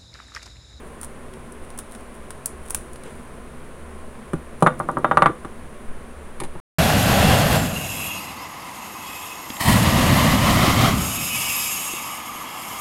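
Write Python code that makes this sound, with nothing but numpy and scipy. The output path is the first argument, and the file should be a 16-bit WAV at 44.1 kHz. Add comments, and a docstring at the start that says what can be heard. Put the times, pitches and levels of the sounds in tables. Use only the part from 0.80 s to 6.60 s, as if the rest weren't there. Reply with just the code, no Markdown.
"""A wooden desk in the corner of a small room: a roll of duct tape is handled near a microphone.
Fingers rub the tape; the loose end crackles as it is stuck back on and smoothed flat.
The roll is put down and rocks to rest, knocking faster and faster; its cardboard core and the desk ring.
Plastic clicks and soft bumps follow. Under it all: room drone, microphone hiss and a slow draft."""
import sys
import numpy as np
from scipy import signal
from scipy.fft import rfft, irfft
from scipy.io import wavfile

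SR = 44100
rng = np.random.default_rng(int(sys.argv[2]) if len(sys.argv) > 2 else 0)


def generate_wav(sig):
    """Save sig (samples, or channels by samples) to the path in sys.argv[1] as 16-bit PCM at SR."""
    pcm = np.round(np.clip(np.atleast_2d(sig).T, -1, 1) * 32767).astype(np.int16)
    wavfile.write(sys.argv[1], SR, pcm)


N = 255824
TIME = np.arange(N) / SR


def gain_of(db):
    """Decibels to amplitude."""
    return 10 ** (np.asarray(db) / 20)


def at_hz(table, hz):
    """Table value on a log-frequency axis."""
    table_hz, value = np.transpose(table)
    return np.interp(np.log(hz + 1), np.log(table_hz + 1), value)


def level(curve):
    """dB curve to gain per sample."""
    return gain_of(np.interp(TIME, *np.transpose(curve)))


def unit_rms(x):
    """Scales to rms 1."""
    return x / np.sqrt(np.mean(x ** 2) + 1e-20)


def add(mix, start_s, sound):
    """Mixes a sound in at start_s."""
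    part = mix[round(start_s * SR):][:len(sound)]
    part += sound[:len(part)]


def soften(x, hz, order):
    """Low-pass: a contact of finite duration cannot excite faster motion."""
    return signal.sosfilt(signal.butter(order, hz, fs=SR, output="sos"), x)


def impulse(spectrum, size=2048):
    """Causal unit-energy click with this spectrum."""
    log_gain = np.log(gain_of(at_hz(spectrum, abs(np.fft.fftfreq(size, 1 / SR)))))
    minimum_phase = np.exp(np.conj(signal.hilbert(log_gain)))
    click = np.fft.ifft(minimum_phase).real[:size // 2]
    return click / np.linalg.norm(click)


def noise(magnitude):
    """Noise of rms 1, shaped by magnitude(Hz)."""
    white = rfft(rng.standard_normal(N))
    return unit_rms(irfft(white * magnitude(np.fft.rfftfreq(N, 1 / SR)), N))


def noise_band(hz, half_width_hz):
    """Noise of rms 1 in one resonant peak."""
    return noise(lambda f: 1 / (1 + ((f - hz) / half_width_hz) ** 2))


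# room noise and microphone hiss: (frequency [Hz], relative level [dB])
AIR_SPECTRUM = [(20, 2.5), (45, -16), (105, -19), (170, -12), (290, -14), (420, -10.5), (600, -13.5),
                (820, -19), (1400, -20), (2100, -25), (3200, -32.5), (5200, -42), (8000, -39.5),
                (9500, -36.5), (12500, -47), (16000, -50)]
# room resonances: (frequency [Hz], half-width [Hz], rms level [dB])
DRONE_BANDS = [(53.6, 2.2, -51), (72.6, 3.5, -47), (137.8, 6.4, -54), (218, 11.7, -51.5), (242.2, 6.2, -51),
               (376, 2.8, -57), (1053, 72, -54)]
# air drifting at the microphone: (time [s], level [dB])
DRAFT_CURVE = [(0, -46), (3.5, -41), (4.8, -47), (5.1, -23), (5.35, -49), (5.65, -26.5), (5.8, -32)]
def background():
    """Broad noise and hiss, droning room resonances, a slow sway of air."""
    air = gain_of(-40) * noise(lambda f: gain_of(at_hz(AIR_SPECTRUM, f)))
    drone = sum(gain_of(db) * noise_band(hz, half_width_hz) for hz, half_width_hz, db in DRONE_BANDS)
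    draft = level(DRAFT_CURVE) * noise_band(hz=7, half_width_hz=4)
    return air + drone + draft


def slides(events, rise_share, edge_drop_db=19):
    """Gain of finger slides: each swells to its peak and dies away, linear in dB."""
    gain = np.zeros(N)
    for peak_s, length_s, db in events:
        away_s = np.maximum((peak_s - TIME) / rise_share, (TIME - peak_s) / (1 - rise_share))
        gain += gain_of(db - edge_drop_db * away_s / length_s)
    return gain


# tape, bright fizz: (frequency [Hz], relative level [dB])
TAPE_FIZZ = [(1500, -15.5), (3000, -9.5), (4200, -4), (5800, -4.5), (7000, 0), (9500, 8.5), (13000, -3),
             (16000, 5.5)]
# tape, midrange body: (frequency [Hz], relative level [dB])
TAPE_BODY = [(200, 0), (450, 2), (700, -4), (950, 8), (1300, 8.5), (2200, 1), (3800, 3), (5500, -2.5),
             (9000, -40)]
# finger slides on the tape: (peak time [s], length [s], relative level [dB])
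FINGER_RUBS = [(0.072, .12, -53), (.232, 0.046, -39), (0.837, 0.079, -52.5), (0.996, 0.039, -40),
               (1.123, .09, -46.5), (1.2, .09, -52.5), (1.344, 0.06, -49.5), (1.887, 0.25, -48),
               (1.98, 0.15, -49), (2.327, 0.6, -57), (3.808, 0.058, -49), (3.988, 0.049, -51)]
def rubbing(grains_per_s=4000, spread_db=5.5):
    """Skin sticks and slips on the tape in fine, uneven grains."""
    slips = (rng.random(N) < grains_per_s / SR) * rng.choice([-1, 1], N)
    grains = slips * gain_of(spread_db * np.minimum(rng.exponential(1, N), 5))
    colour = soften(impulse(TAPE_FIZZ), hz=12500, order=2) + gain_of(-4.5) * impulse(TAPE_BODY)
    pressure = slides(FINGER_RUBS, rise_share=0.35)
    return gain_of(-1.5) * pressure * unit_rms(signal.oaconvolve(grains, colour)[:N])


def crackle(length_s, spread_db=2.0, evenness=0.64):
    """A quick, pitchless run of tiny releases; rms about 1 over its length."""
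    age = 2 * np.arange(SR // 20) / SR / length_s
    envelope = age * np.exp(-age ** 1.01)
    releases = rng.standard_normal(len(age)) * gain_of(spread_db * rng.standard_normal(len(age)))
    spectrum = rfft(releases * envelope)
    flattened = spectrum / (abs(spectrum) + 1e-9) ** evenness
    run = irfft(flattened, len(age)) * np.exp(-age / 4)
    return run * np.sqrt(length_s * SR) / np.linalg.norm(run)


# glue and backing snaps: (time [s], relative level [dB], relative body level [dB])
TAPE_SNAPS = [(0.2128, -29.5, -18), (.2445, -30.5, -13), (0.5364, -42.5, -1.5), (0.721, -37, -17),
              (0.9023, -39.5, -4), (.976, -34, -14), (0.9876, -25, -8.5), (1.1489, -38, -2.5),
              (1.505, -30.5, -5.5), (1.6577, -15, -23), (1.898, -32, -17), (1.905, -20, -11.5),
              (1.9463, -15, -9), (2.132, -37, -15), (2.1577, -40, -2), (2.235, -39, -3),
              (3.533, -36.5, -27), (3.993, -34, -25), (4.085, -40, -14), (4.113, -41, -17),
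              (4.184, -40, -20)]
def snaps(weak_hz=10500, strong_hz=14500, wall_delay_s=0.0082):
    """Glue lets go and the stiff backing buckles; stronger is brighter. The side wall reflects it."""
    direct, fizz, body = np.zeros(N), impulse(TAPE_FIZZ), impulse(TAPE_BODY)
    for start_s, db, body_db in TAPE_SNAPS:
        snap = signal.fftconvolve(crackle(length_s=0.0037), fizz + gain_of(body_db + 2) * body)
        cutoff_hz = np.interp(db, [-40, -18], [weak_hz, strong_hz])
        add(direct, start_s, gain_of(db) * soften(snap, cutoff_hz, order=2))
    return gain_of(-3) * reflect(direct, [(wall_delay_s, -15)])


# skin on flat tape: (frequency [Hz], relative level [dB])
SWISH_SPECTRUM = [(300, 8), (1200, -2), (2200, -2), (3500, -8), (5000, -17), (7500, -13), (9500, -15),
                  (13000, -30)]
# smoothing stroke: (peak time [s], length [s], level [dB])
FINGER_STROKES = [(2.266, 0.21, -44)]
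def stroke():
    """A fingertip smooths the tape flat with a soft, dull swish."""
    swish = noise(lambda f: gain_of(at_hz(SWISH_SPECTRUM, f)))
    return slides(FINGER_STROKES, rise_share=0.32) * swish


def ring(modes, highpass_hz, order, spread_db, detune):
    """Decaying modes, weighted and detuned by the contact point; the lowest hardly radiate."""
    t = np.arange(SR // 2) / SR
    hz, db, t60_s = np.transpose(modes)[:, :, None]
    weight, shift = rng.uniform(-1, 1, (2, *hz.shape))
    envelopes = gain_of(db + spread_db * weight - 60 * t / t60_s)
    motion = (envelopes * np.sin(2 * np.pi * hz * (1 + detune * shift) * t)).sum(0)
    return signal.sosfilt(signal.butter(order, highpass_hz, "high", fs=SR, output="sos"), motion)


# desk top: (frequency [Hz], relative level [dB], t60 [s])
DESK_MODES = [(134.2, -5.5, 0.27), (156.4, -3.5, 0.22), (176.7, -6, 0.085), (245.5, -16.5, 0.4),
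              (288.5, 5, 0.041), (335.5, -3.5, 0.072), (380, -16.5, 0.13), (468, -12, 0.14)]
def desk_thump():
    """Low modes of the desk top under one blow."""
    return ring(DESK_MODES, highpass_hz=130.5, order=7, spread_db=5.5, detune=0.0093)


# cardboard core lying on wood: (frequency [Hz], relative level [dB], t60 [s])
CORE_MODES = [(504, -18, 0.35), (546, -17, 0.057), (608, -19, 0.11), (726, -34, 0.4), (819, -7, 0.059),
              (928, -17.5, 0.047), (1027, -7.5, 0.035), (1165, -7, 0.047), (1323, 2.5, 0.0085),
              (1338, -7, 0.044), (1500, -34, 0.11), (1666, -20.5, 0.066), (1897, -13.5, 0.058),
              (1970, -29, 0.11), (2320, -34, 0.1), (2450, -36, 0.021), (2564, -15.5, 0.017),
              (2880, -21.5, 0.023), (3140, -14.5, 0.027), (3620, -28.5, 0.11)]
# rim scuffing wood: (frequency [Hz], relative level [dB])
SCUFF_SPECTRUM = [(1000, -7), (2500, 6.5), (3800, 5.5), (4800, -12), (6000, -5), (8500, -0.5), (10000, 2.5),
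                  (12500, -15), (16000, -19)]
# single blows, relative levels: (time [s], core [dB], contact cutoff [Hz], desk [dB], scuff [dB])
RIM_KNOCKS = [(3.5338, -21, 1800, -15.5, -37.5), (3.824, 4.5, 820, -7, -22), (3.8636, -2, 1770, -16, -38),
              (3.8692, -2.5, 2090, -18, -27.5), (3.8738, -8.5, 2280, -25, -40),
              (4.648, -24, 1690, -28.5, -41)]
def knocks():
    """The rim hits and scuffs the wood, singly and rocking; harder contact rings higher modes."""
    direct, scuff_colour = np.zeros(N), impulse(SCUFF_SPECTRUM)
    for start_s, core_db, contact_hz, desk_db, scuff_db in RIM_KNOCKS + rocking():
        core = ring(CORE_MODES, highpass_hz=450, order=2, spread_db=3, detune=0.014)
        blow = gain_of(core_db) * core + gain_of(desk_db) * desk_thump()
        scuff = signal.fftconvolve(crackle(length_s=0.0024), scuff_colour)
        add(direct, start_s, soften(blow, contact_hz, order=3))
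        add(direct, start_s, gain_of(scuff_db - 2.5) * scuff)
    return gain_of(-5) * reflect(direct, CORNER_ECHOES)


# rim rolling between knocks: (time [s], level [dB])
ROLLING_CURVE = [(3.9, -85), (3.98, -41), (4.07, -35), (4.22, -33), (4.44, -32), (4.5, -26.5), (4.56, -82)]
def rolling():
    """The uneven rim keeps the desk rumbling while the roll rocks."""
    rumble = signal.oaconvolve(rng.standard_normal(N), desk_thump())[:N]
    return level(ROLLING_CURVE) * unit_rms(rumble)


# force, growing as the rim comes down flat: (time [s], relative force [dB])
ROCKING_FORCE = [(4.0, -10), (4.17, -9.5), (4.245, -3), (4.313, -3.5), (4.373, -1), (4.46, -1)]
def rocking(start_s=4.0005, first_gap_s=0.0879, last_gap_s=0.0376, count=8, retouch_db=-9):
    """Knock rows of the settling roll: gaps shrink; more force is harder and scuffs more."""
    gaps_s = np.sqrt(np.linspace(first_gap_s ** 2, last_gap_s ** 2, count - 1))
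    blows = []
    for time_s in start_s + np.append(0, np.cumsum(gaps_s)):
        force_db = np.interp(time_s, *np.transpose(ROCKING_FORCE))
        contact_hz = 2210 * 2 ** (force_db / 13)
        desk_db = -19 + 0.41 * force_db
        scuff_db = -24.5 + 5 * force_db
        retouch_s = time_s + rng.uniform(0.00296, 0.007)  # the uneven rim touches again
        for touch_s, db in [(time_s, 0), (retouch_s, retouch_db)]:
            blows.append((touch_s, force_db + db, contact_hz, desk_db + db, scuff_db + db))
    return blows


# plastic shell: (frequency [Hz], relative level [dB])
PLASTIC_SPECTRUM = [(400, 5), (600, -6), (820, 15.5), (1150, 5), (1500, -6), (2050, 2), (2600, -4),
                    (3100, -8.5), (3750, -5), (5500, -17), (7500, -11.5), (9500, -5.5), (12500, -20),
                    (16000, -22)]
# clicks and bumps, relative levels: (time [s], click [dB], contact cutoff [Hz], desk [dB])
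PLASTIC_CLICKS = [(5.6008, -25, 14000, -25), (5.616, -27, 2000, -22), (5.635, -30.5, 12000, -32),
                  (5.646, -36.5, 11000, -49), (5.753, -34.5, 1620, -26.5)]
def clicks():
    """A small plastic thing clacks and passes the push on to the desk."""
    direct, shell = np.zeros(N), impulse(PLASTIC_SPECTRUM)
    for start_s, click_db, contact_hz, desk_db in PLASTIC_CLICKS:
        clack = signal.fftconvolve(crackle(length_s=0.0028), shell)
        add(direct, start_s, gain_of(click_db) * soften(clack, contact_hz, order=2))
        add(direct, start_s, gain_of(desk_db - 7.5) * desk_thump())
    return reflect(direct, CORNER_ECHOES)


# reflections from the desk and the corner behind the roll: (delay [s], level [dB])
CORNER_ECHOES = [(.0017, -1), (.005, -2), (.0072, -17), (.0105, -10)]
def reflect(direct, echoes):
    """Direct sound plus first reflections off nearby surfaces."""
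    out = direct.copy()
    for delay_s, db in echoes:
        add(out, delay_s, gain_of(db) * direct)
    return out


# room decay: (frequency [Hz], t60 [s])
ROOM_T60 = [(100, 0.22), (300, 0.31), (800, 0.18), (2000, 0.2), (5000, 0.2), (10000, 0.22), (16000, 0.047)]
def room(x, delay_s, tap_spacing=16):
    """Reverberation: sparse reflections of random sign, each band dying at its own rate."""
    taps = np.zeros(SR // 2)
    slots = np.arange(0, len(taps) - tap_spacing, tap_spacing)
    taps[slots + rng.integers(0, tap_spacing, len(slots))] = rng.choice([-1., 1.], len(slots))
    hz, t, bands = signal.stft(taps, SR, nperseg=256)
    decay = gain_of(-60 * t / at_hz(ROOM_T60, hz)[:, None])
    tail = signal.istft(bands * decay, SR)[1]
    out = np.zeros(N)
    add(out, delay_s, signal.fftconvolve(x, tail / np.linalg.norm(tail)))
    return out


def scene():
    """Wood and tape, each with its share of the room, over the background."""
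    wood = knocks() + rolling() + clicks()
    tape = snaps() + rubbing() + stroke()
    reverb = gain_of(-15.5) * room(wood, delay_s=0.012) + gain_of(-14) * room(tape, delay_s=0.0043)
    return (wood + tape + reverb + background())[None]


def record(dry, port_hz=9560, port_width_hz=1160, band_limit_hz=16100):
    """The microphone's small port rings in the treble; soft overload on hard knocks; band limit."""
    port = signal.iirpeak(port_hz, port_hz / port_width_hz, fs=SR)
    coloured = dry + gain_of(3.5) * signal.lfilter(*port, dry)
    limited = coloured / (1 + coloured ** 8) ** (1 / 8)
    lowpass = signal.firwin(255, band_limit_hz, window=("kaiser", 8), fs=SR)
    return signal.oaconvolve(limited, lowpass[None], "same")


dry = scene()
out = record(dry)
generate_wav(out)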